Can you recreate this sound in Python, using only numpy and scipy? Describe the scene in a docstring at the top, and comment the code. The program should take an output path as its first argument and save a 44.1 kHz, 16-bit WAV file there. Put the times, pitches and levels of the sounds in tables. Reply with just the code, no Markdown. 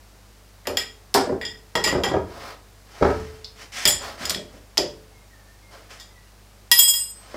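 """Small hard-walled workshop, one microphone near a lathe: a steel spanner is set on the nuts of its spindle plate.
Held, it clinks as short damped modes plus a noise crack; each pull throws the spindle against its gears,
whose knocks and rebounds shake the modes of the cast headstock. Sleeve and steel rub in between as shaped noise.
At last the spanner drops on the lathe: each bounce feeds its freely ringing modes, with a noisy clatter.
Behind lie steady hiss, mains hum and faint far chirps."""
import sys
import numpy as np
from scipy import signal
from scipy.fft import rfft, irfft, next_fast_len
from scipy.io import wavfile
from scipy.ndimage import uniform_filter1d, minimum_filter1d, map_coordinates

SR = 44100
rng = np.random.default_rng(int(sys.argv[2]) if len(sys.argv) > 2 else 0)


def master(y):
    """Save y as 16-bit WAV."""
    cut = np.clip(np.atleast_2d(y).T, -1, 1)
    pcm = np.round(cut * 32767)  # scale
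    wavfile.write(sys.argv[1], SR, pcm.astype(np.int16))


N = 324576  # samples


def amp(db):
    """Decibels to gain."""
    return 10 ** (np.asarray(db) / 20)


def unit(x):
    """x at rms 1."""
    return x / np.sqrt(np.mean(x ** 2) + 1e-20)


def normed(x):
    """x at energy 1."""
    return x / (np.linalg.norm(x) + 1e-20)


def along(points, hz):
    """(Hz, value) points read on a log frequency axis."""
    f, v = np.transpose(points)
    return np.interp(np.log(hz + 1), np.log(f + 1), v)


def fade(t, t60):
    """Exponential decay, 60 dB down after t60 seconds."""
    return np.exp(-np.log(1000) * t / max(t60, 1e-3))


def filtered(x, response):
    """x times a gain that depends on frequency."""
    m = next_fast_len(len(x) + 4096)
    spectrum = rfft(x, m) * response(np.fft.rfftfreq(m, 1 / SR))
    return irfft(spectrum, m)[:len(x)]


def noise(spectrum, size):
    """Noise of rms 1 with the given colour."""
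    return unit(filtered(rng.standard_normal(size), lambda hz: amp(along(spectrum, hz))))


def wobble(rate, t):
    """A smooth random curve with rate knots a second."""
    return map_coordinates(rng.standard_normal(len(t) // 20), [t * rate])


def add(track, s, sound):
    """Mix a sound into the track at time s."""
    part = track[max(round(s * SR), 0):][:len(sound)]
    part += sound[:len(part)]


# how long the workshop's echo lasts: freq_hz, t60_s
ROOM_DECAY = [(80, 0.78), (400, 0.33), (1500, 0.36), (4500, 0.3), (8000, 0.29), (15000, 0.16)]


def in_room(x, wet_db, build_s=0.00067):
    """x with the workshop's echo: noise that builds within milliseconds and dies sooner in the treble."""
    hz, t, z = signal.stft(rng.standard_normal(SR * 2 // 3), SR, nperseg=256)
    decay = amp(-60 * t / along(ROOM_DECAY, hz)[:, None])
    tail = signal.istft(z * decay, SR, nperseg=256)[1]
    tail = normed(tail * (1 - np.exp(-np.arange(len(tail)) / SR / build_s)))
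    return x + amp(wet_db) * signal.fftconvolve(x, tail)[:len(x)]


def peaked(edges, hz, below_db, above_db):
    """Band levels that fall away from hz, by so many dB per octave below and above it."""
    octaves = np.log2(np.sqrt(np.multiply(edges[:-1], edges[1:])) / hz)
    return np.where(octaves < 0, below_db, -above_db) * octaves


def voiced(x, edges, levels_db, window_s):
    """Colour a blow smoothly, steering the loudest moment of each band towards the given level."""
    gains = []
    for lo, hi, db in zip(edges, edges[1:], levels_db):
        bandpass = signal.butter(2, [lo, hi], "band", fs=SR, output="sos")
        band = signal.sosfilt(bandpass, x[:SR // 8])
        power = uniform_filter1d(band ** 2, max(int(window_s * SR), 2), mode="constant")
        gains.append((np.sqrt(lo * hi), db - 10 * np.log10(power.max())))
    size = 4096
    cepstrum = irfft(np.log(amp(along(gains, np.fft.rfftfreq(size, 1 / SR)))))
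    cepstrum[1:size // 2] *= 2  # folded forward, so that nothing sounds before the contact
    cepstrum[size // 2 + 1:] = 0
    colour = irfft(np.exp(rfft(cepstrum)))
    return signal.fftconvolve(x, colour)[:len(x)]


# colour of the shop's hiss: freq_hz, level_db
AIR_COLOUR = [(12, -49), (20, -19), (32, -22), (53, -18), (74, -7.5), (107, -11), (126, -11.5), (203, -15),
              (497, -15.5), (657, -15.5), (1560, -20.5), (1750, -21), (3140, -25), (4910, -23.5),
              (15900, -33.5)]
# mains hum: pitch_hz, level_db (rms)
MAINS_HUM = [(50, -53), (100, -58.5), (200, -68)]


def background(air_db=-54):
    """Steady hiss of the shop, coloured noise, over mains hum, steady sines."""
    t = np.arange(N) / SR
    hum = np.zeros(N)
    for hz, db in MAINS_HUM:
        hum += amp(db) * np.sqrt(2) * np.sin(2 * np.pi * (hz * t + rng.random()))
    return hum + amp(air_db) * noise(AIR_COLOUR, N)


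# faint far chirps: start_s, end_s, first_pitch_hz, last_pitch_hz, level_db (peak, before the echo)
FAR_CHIRPS = [(5.13, 5.22, 2195, 2090, -59.5), (5.299, 5.373, 2000, 1680, -55.5),
              (5.377, 5.56, 1720, 1850, -61), (5.61, 5.71, 2155, 2090, -57.5),
              (5.827, 5.905, 1747, 1760, -58), (6.088, 6.223, 2080, 1867, -56.5),
              (6.232, 6.265, 2912, 2805, -60)]


def chirps(wet_db=0):
    """Thin gliding tones from far off, each swelling and fading, with an echo as strong as the tone."""
    out = np.zeros(N)
    for start, end, first_hz, last_hz, db in FAR_CHIRPS:
        u = np.linspace(0, 1, max(int((end - start) * SR), 2))
        pitch_hz = first_hz + (last_hz - first_hz) * u
        tone = np.sin(2 * np.pi * np.cumsum(pitch_hz) / SR)
        add(out, start, amp(db) * np.sin(np.pi * u) * tone)
    return in_room(out, wet_db)


# strokes of sleeve and sliding steel: start_s, strongest_s, end_s, level_db, steel_share (0-1)
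RUB_STROKES = [(2.232, 2.487, 2.6, -38, 0.18), (2.839, 3.075, 3.634, -42, 0.44),
               (3.545, 3.624, 3.71, -42, 0.7), (3.718, 3.722, 3.82, -44, 0.99),
               (3.719, 3.791, 4.05, -31, 0.95), (3.987, 4.039, 4.25, -33.5, 0.2),
               (4.173, 4.233, 4.41, -32.5, 0.5), (4.413, 4.58, 4.6, -53.5, 0.55),
               (5.697, 5.73, 6, -46.5, 0.27), (5.89, 5.912, 6.11, -44.5, 0.7),
               (7.107, 7.373, 7.44, -46.5, 0.38)]
# colour of the brushing sleeve: freq_hz, level_db
SLEEVE_COLOUR = [(88, -56.5), (150, -19), (240, -3.5), (523, 1.5), (648, 1.5), (1310, 0.5), (1410, -1),
                 (2800, -14), (5120, -9), (7560, -53), (8180, -27), (15900, -25)]
# colour of steel sliding on steel: freq_hz, level_db
SLIDE_COLOUR = [(120, -54), (200, -11), (509, -30), (669, -11), (1040, -4), (1140, -10), (1320, -3),
                (1470, -3), (1860, 3), (4020, -6), (5290, -2), (15900, -26.5)]


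def rubbing(grain_db=1.0, grain_rate=140, wet_db=-5):
    """The sleeve brushes the machine and the jaw slides over steel: noise in grainy swells."""
    t = np.arange(N) / SR
    cloth, steel = np.zeros(N), np.zeros(N)
    for start, top, end, db, share in RUB_STROKES:
        rise = np.interp(t, [start, top], [0, 1])
        fall = np.interp(t, [top, end], [1, 0]) ** 2
        swell = amp(db) * rise * fall
        share = np.clip(share, 0, 1)
        cloth += np.sqrt(1 - share) * swell
        steel += np.sqrt(share) * swell
    grain = unit(amp(grain_db * wobble(grain_rate, t)))
    rub = cloth * noise(SLEEVE_COLOUR, N) + steel * noise(SLIDE_COLOUR, N)
    return in_room(grain * rub, wet_db)


# gears take up their play: start_s, level_db, fall below and fall above the casting's strongest band
# (dB per octave), first rebound against the first knock (dB)
GEAR_CLUNKS = [(.672, -22, 7, 8.5, -4), (1.147, -13.5, 7, 0.5, -5.5), (1.269, -23.5, 5.5, 13, 5),
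               (1.753, -22, 5, -2, -8.5), (1.862, -24.5, 2.5, 14, -10), (1.926, -20.5, 3, 6, 2),
               (2.039, -24, 4, -1, -3), (2.114, -19, 5, 7.5, 4), (3.011, -16, 2, 13, -10),
               (3.024, -13.5, 3, 1, -4.5), (3.1, -23.5, 1, 1.5, -11), (3.856, -31, -1, -7.5, -6.5),
               (4.208, -45, -5.5, -3, -8), (4.309, -32, 3, 5, -11.5), (4.359, -31.5, 4, 18, -7),
               (4.539, -44, 1.5, 12, -5), (4.783, -18, 8, 16, -10), (7.342, -31.5, 4.5, 1, 2)]
# modes of headstock and spindle: pitch_hz, level_db, t60_s
CASTING_MODES = [(77.5, -11, 0.57), (125, -14, .15), (197, -9.5, 0.18), (271.4, -1.5, 0.097),
                 (303.5, -6.5, 0.039), (357.6, -2.5, 0.15), (393, -1, 0.17), (436, -16, 0.84),
                 (490, -3.5, 0.083), (539.4, 8, 0.042), (590.5, -2, 0.21), (654, 4.5, 0.046),
                 (746, -5, 0.084), (804, 3.5, 0.036), (946, -6, 0.16), (1190, -15, 0.067),
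                 (1370, -36, 0.023), (1633, -7, 0.058), (1760, -49, 0.042)]
# colour of the dull thud in each knock: freq_hz, level_db
THUD_COLOUR = [(30, -39), (70, 7), (150, -11), (300, -3), (600, -1), (1000, -6), (2000, -15.5),
               (2600, -28.5), (6000, -34), (16000, -81)]
# colour shared by all clunks: level_db in 50-200, 200-370, 370-800, 800-2000 Hz
CLUNK_COLOUR_DB = [-4, -3, -2.5, -3.5]
CASTING_HZ, SWAY_HZ = 512, 46  # the casting answers most at the first and barely moves below the second
# the teeth knock again at this interval; each step in level falls this much more than the last
REBOUND_S, REBOUND_LOSS_DB = 0.025, 8
RATTLE_T60_S = 0.082  # chatter after each knock


def clunks(thud_db=1, thud_t60=0.036, teeth_per_s=260, rise_s=0.0019, wet_db=-1, knocks=3):
    """Gear teeth knock and rebound, each time in a quick dying rattle, and shake the heavy casting."""
    out, t = np.zeros(N), np.arange(SR * 2 // 3) / SR
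    edges = [50, 200, 370, 800, 2000]  # Hz
    for s, db, below_db, above_db, rebound_db in GEAR_CLUNKS:
        bands_db = db + peaked(edges, CASTING_HZ, below_db, above_db) + CLUNK_COLOUR_DB
        ring = np.zeros(len(t))
        for hz, level, t60 in CASTING_MODES:
            ring += amp(level) * fade(t, t60) * np.sin(2 * np.pi * (hz * t + rng.random()))
        for k in range(knocks):
            hits = rng.random(len(t)) < teeth_per_s / SR
            teeth = hits * rng.standard_normal(len(t)) * fade(t, RATTLE_T60_S) / 2
            teeth[0] = 1  # the knock itself, before its rattle
            thud = normed(noise(THUD_COLOUR, len(t)) * fade(t, thud_t60))
            body = normed(ring) + amp(thud_db) * thud
            blow = signal.fftconvolve(teeth, body * (1 - np.exp(-t / rise_s)))[:len(t)]
            add(out, s + k * REBOUND_S, voiced(in_room(blow, wet_db), edges, bands_db, window_s=0.0094))
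            bands_db = bands_db + rebound_db - k * REBOUND_LOSS_DB
    return signal.sosfilt(signal.butter(2, SWAY_HZ, "high", fs=SR, output="sos"), out)


# the spanner's modes, also played by the clinks and the drop below: pitch_hz: (level_db held on a nut,
# level_db dropped on its jaw, level_db dropped flat, free t60_s)
SPANNER_MODES = {955: (-22, -23, -36, .3), 1916: (-4, -5, -40, .17), 2350: (-13, -40, -40, .2),
                 2810: (-14, -36, -20, .6), 3284: (0, -5, -3, .33), 3540: (-8, -40, -40, .2),
                 4904: (-5, -12, -17, .55), 5066: (-3, -1, -5, .72), 5160: (-9, -12, -17, .4),
                 5238: (-4, -10, -19, .45), 7090: (0, -14, -3, .65), 7197: (-9, -18, -15, .35),
                 7972: (-5, -15, -2, .42), 8193: (-20, -26, -9, 1.1), 9464: (-6, -10, -13, .45),
                 9960: (-6, -9, -12, .5), 11035: (-14, -14, -20, .5), 11625: (-15, -22, -24, .55),
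                 11850: (-13, -22, -18, .5), 12404: (-7, -5, -6, .52), 13675: (-9, -30, -8, .3),
                 14740: (-8, -19, -4, .28), 15360: (-14, -17, -11, .32)}
# colour of the crack of steel on steel, also in the clinks: freq_hz, level_db
CRACK_COLOUR = [(200, -13), (900, -2.5), (2200, -1), (5000, 6.5), (8000, -3), (11500, 0), (13000, 8),
                (16000, -16)]


def clatter(size, width_hz=170, valley_db=-15):
    """Noise of steel chattering on steel: contact smears each mode of the spanner into a broad hump."""
    def colour(hz):
        humps = 0
        for mode_hz, (_, _, flat_db, _) in SPANNER_MODES.items():
            humps = humps + amp(flat_db / 2) / np.hypot(1, (hz - mode_hz) / (width_hz / 2)) ** 2
        return amp(along(CRACK_COLOUR, hz)) * (amp(valley_db) + humps)
    return unit(filtered(rng.standard_normal(size), colour))


# the dropped spanner lands: start_s, level_db, flat_share (0 on its jaw - 1 flat), clatter level_db
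DROP_BOUNCES = [(6.715, -13.5, 0, -6.5), (6.7897, -12, 1, -14), (6.825, -21.5, 0.82, -34),
                (6.879, -21, 1, -25), (6.938, -25, 0.72, -26)]
SETTLE_S = 7.036  # from here the spanner lies still and its support damps it


def dropped_spanner(clatter_t60=0.075, rest_t60=0.71, flutter_db=4.0, flutter_rate=40, chatter_db=-18,
                    wet_db=-8, clatter_wet_db=-3):
    """Out of the hand it rings long; each bounce feeds its modes anew, and they flutter as it rocks to rest."""
    start = DROP_BOUNCES[0][0]
    t = np.arange(SR) / SR
    ring, contacts = np.zeros(SR), np.zeros(SR)
    for hz, (_, jaw_db, flat_db, t60) in SPANNER_MODES.items():
        energy = np.zeros(SR)
        for s, db, flat, _ in DROP_BOUNCES:
            gain = amp(db) * np.interp(flat, [0, 1], amp([jaw_db, flat_db]))
            add(energy, s - start, (gain * fade(t, t60)) ** 2)
        phase = 2 * np.pi * (hz * t + rng.random()) + wobble(flutter_rate, t) / 2
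        flutter = amp(flutter_db * wobble(flutter_rate, t))
        ring += np.sqrt(energy) * flutter * np.sin(phase)
    ring *= fade(np.maximum(t + start - SETTLE_S, 0), rest_t60)
    for s, _, _, clatter_db in DROP_BOUNCES:
        add(contacts, s - start, amp(clatter_db) * clatter(SR) * fade(t, clatter_t60))
    swing = np.sqrt(np.abs(uniform_filter1d(ring ** 2, size=128)))
    contacts += amp(chatter_db) * swing * clatter(SR)  # the ringing steel buzzes on its support
    out = np.zeros(N)
    add(out, start, in_room(ring, wet_db) + in_room(contacts, clatter_wet_db))
    return out


# spanner meets nut: start_s, level_db, strongest_hz that the contact excites, fall to either side
# (dB per octave), grip (0 loose - 1 wedged), crack against ring (dB)
NUT_CLINKS = [(0.655, -37.5, 1800, 16, 0, 10), (0.671, -28.5, 3640, 2, 0.66, 2.5),
              (.771, -16.5, 3330, 6, 0.45, -10), (1.1417, -16, 6000, 8.5, 0.23, 5.5),
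              (1.4132, -29, 1960, 9, 0, -10.5), (1.4512, -21.5, 4170, 19, 0.33, -41),
              (1.7538, -18.5, 2250, 7, 0.34, -6), (1.8398, -13.5, 5900, 18.5, 0.13, -9),
              (1.843, -21, 1800, 7, 0, -2), (1.874, -22.5, 1890, 5.5, 0, 7),
              (2.036, -20, 2960, 8.5, 0.18, -4.5), (3.4449, -28, 4470, 24.5, 0.71, 16),
              (3.8541, -12.5, 5050, 6.5, 0.59, -11), (3.863, -12.5, 3370, 26, 0.026, -6),
              (3.876, -10, 8600, 14, 0.14, -13), (4.254, -23.5, 5240, 9, 0.75, -9),
              (4.296, -18, 6470, 11, 0.78, 3), (4.3048, -24.5, 4630, 3, 0.95, 9),
              (4.347, -24, 3560, 10, 0.78, -2.5), (4.773, -24.5, 2970, 4.5, 0.37, 11),
              (4.779, -9.5, 4700, 17.5, 1, -7), (5.999, -41, 4400, 7.5, 0, -4)]
# colour shared by all clinks: level_db in 1.5-2.6, 2.6-4, 4-6.2, 6.2-10.5, 10.5-16 kHz, rounded
CLINK_COLOUR_DB = [-0.5, -1.5, 0.5, -2, -3]
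LOOSE_T60_S, WEDGED_T60_S = 0.05, 0.016  # ring of the spanner at either end of the grip
LOOSE_ECHO_DB, WEDGED_ECHO_DB = 5, -6  # a short wedged snap stands out of the room more
WEDGED_SHARP = 0.0093  # a firmly wedged jaw stiffens the spanner and raises its modes, by at most this share


def clinks(crack_t60=0.03, scatter_db=2, detune=0.0043):
    """Hand and nut damp the spanner, the more the firmer the grip, and shift its modes a little each time."""
    out, t = np.zeros(N), np.arange(SR * 2 // 3) / SR
    edges = [1500, 2600, 4000, 6200, 10500, 16000]  # Hz
    for s, db, strongest_hz, fall_db, grip, crack_db in NUT_CLINKS:
        t60 = np.interp(grip, [0, 1], [LOOSE_T60_S, WEDGED_T60_S])
        echo_db = np.interp(grip, [0, 1], [LOOSE_ECHO_DB, WEDGED_ECHO_DB])
        sharp = WEDGED_SHARP * np.clip(grip, 0, 1) ** 10  # only near the wedged end
        ring = np.zeros(len(t))
        for hz, (held_db, *_) in SPANNER_MODES.items():
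            level, shift, phase = rng.standard_normal(3)
            mode_hz = hz * (1 + sharp + detune * shift)
            ring += amp(held_db + scatter_db * level) * np.sin(2 * np.pi * (mode_hz * t + phase))
        crack = noise(CRACK_COLOUR, len(t)) * fade(t, crack_t60)
        contact = normed(ring * fade(t, t60)) + amp(crack_db) * normed(crack)
        blow = in_room(contact, echo_db)
        bands_db = db + peaked(edges, strongest_hz, fall_db, fall_db) + CLINK_COLOUR_DB
        add(out, s, voiced(blow, edges, bands_db, window_s=0.0056))
    return out


def scene():
    """Everything at one microphone near the lathe."""
    behind = background() + chirps()
    lathe = rubbing() + clunks()
    spanner = dropped_spanner() + clinks()
    return (behind + lathe + spanner)[None]


EDGE_HZ, TOP_HZ = 15700, 15950  # the treble falls steeply around the first; nothing passes from the second up


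def record(dry, ceiling=1.0, hold_s=0.00066):
    """A fast limiter holds the hardest blows under full scale; the treble rolls off into the band limit."""
    span = max(int(hold_s * SR), 2)
    needed = np.minimum(1, ceiling / (np.abs(dry) + 1e-9))
    limited = dry * uniform_filter1d(minimum_filter1d(needed, span), span)

    def band_limit(hz):
        return (hz < TOP_HZ) / np.sqrt(1 + (hz / EDGE_HZ) ** 120)

    return np.array([filtered(channel, band_limit) for channel in limited])


dry = scene()
out = record(dry)
master(out)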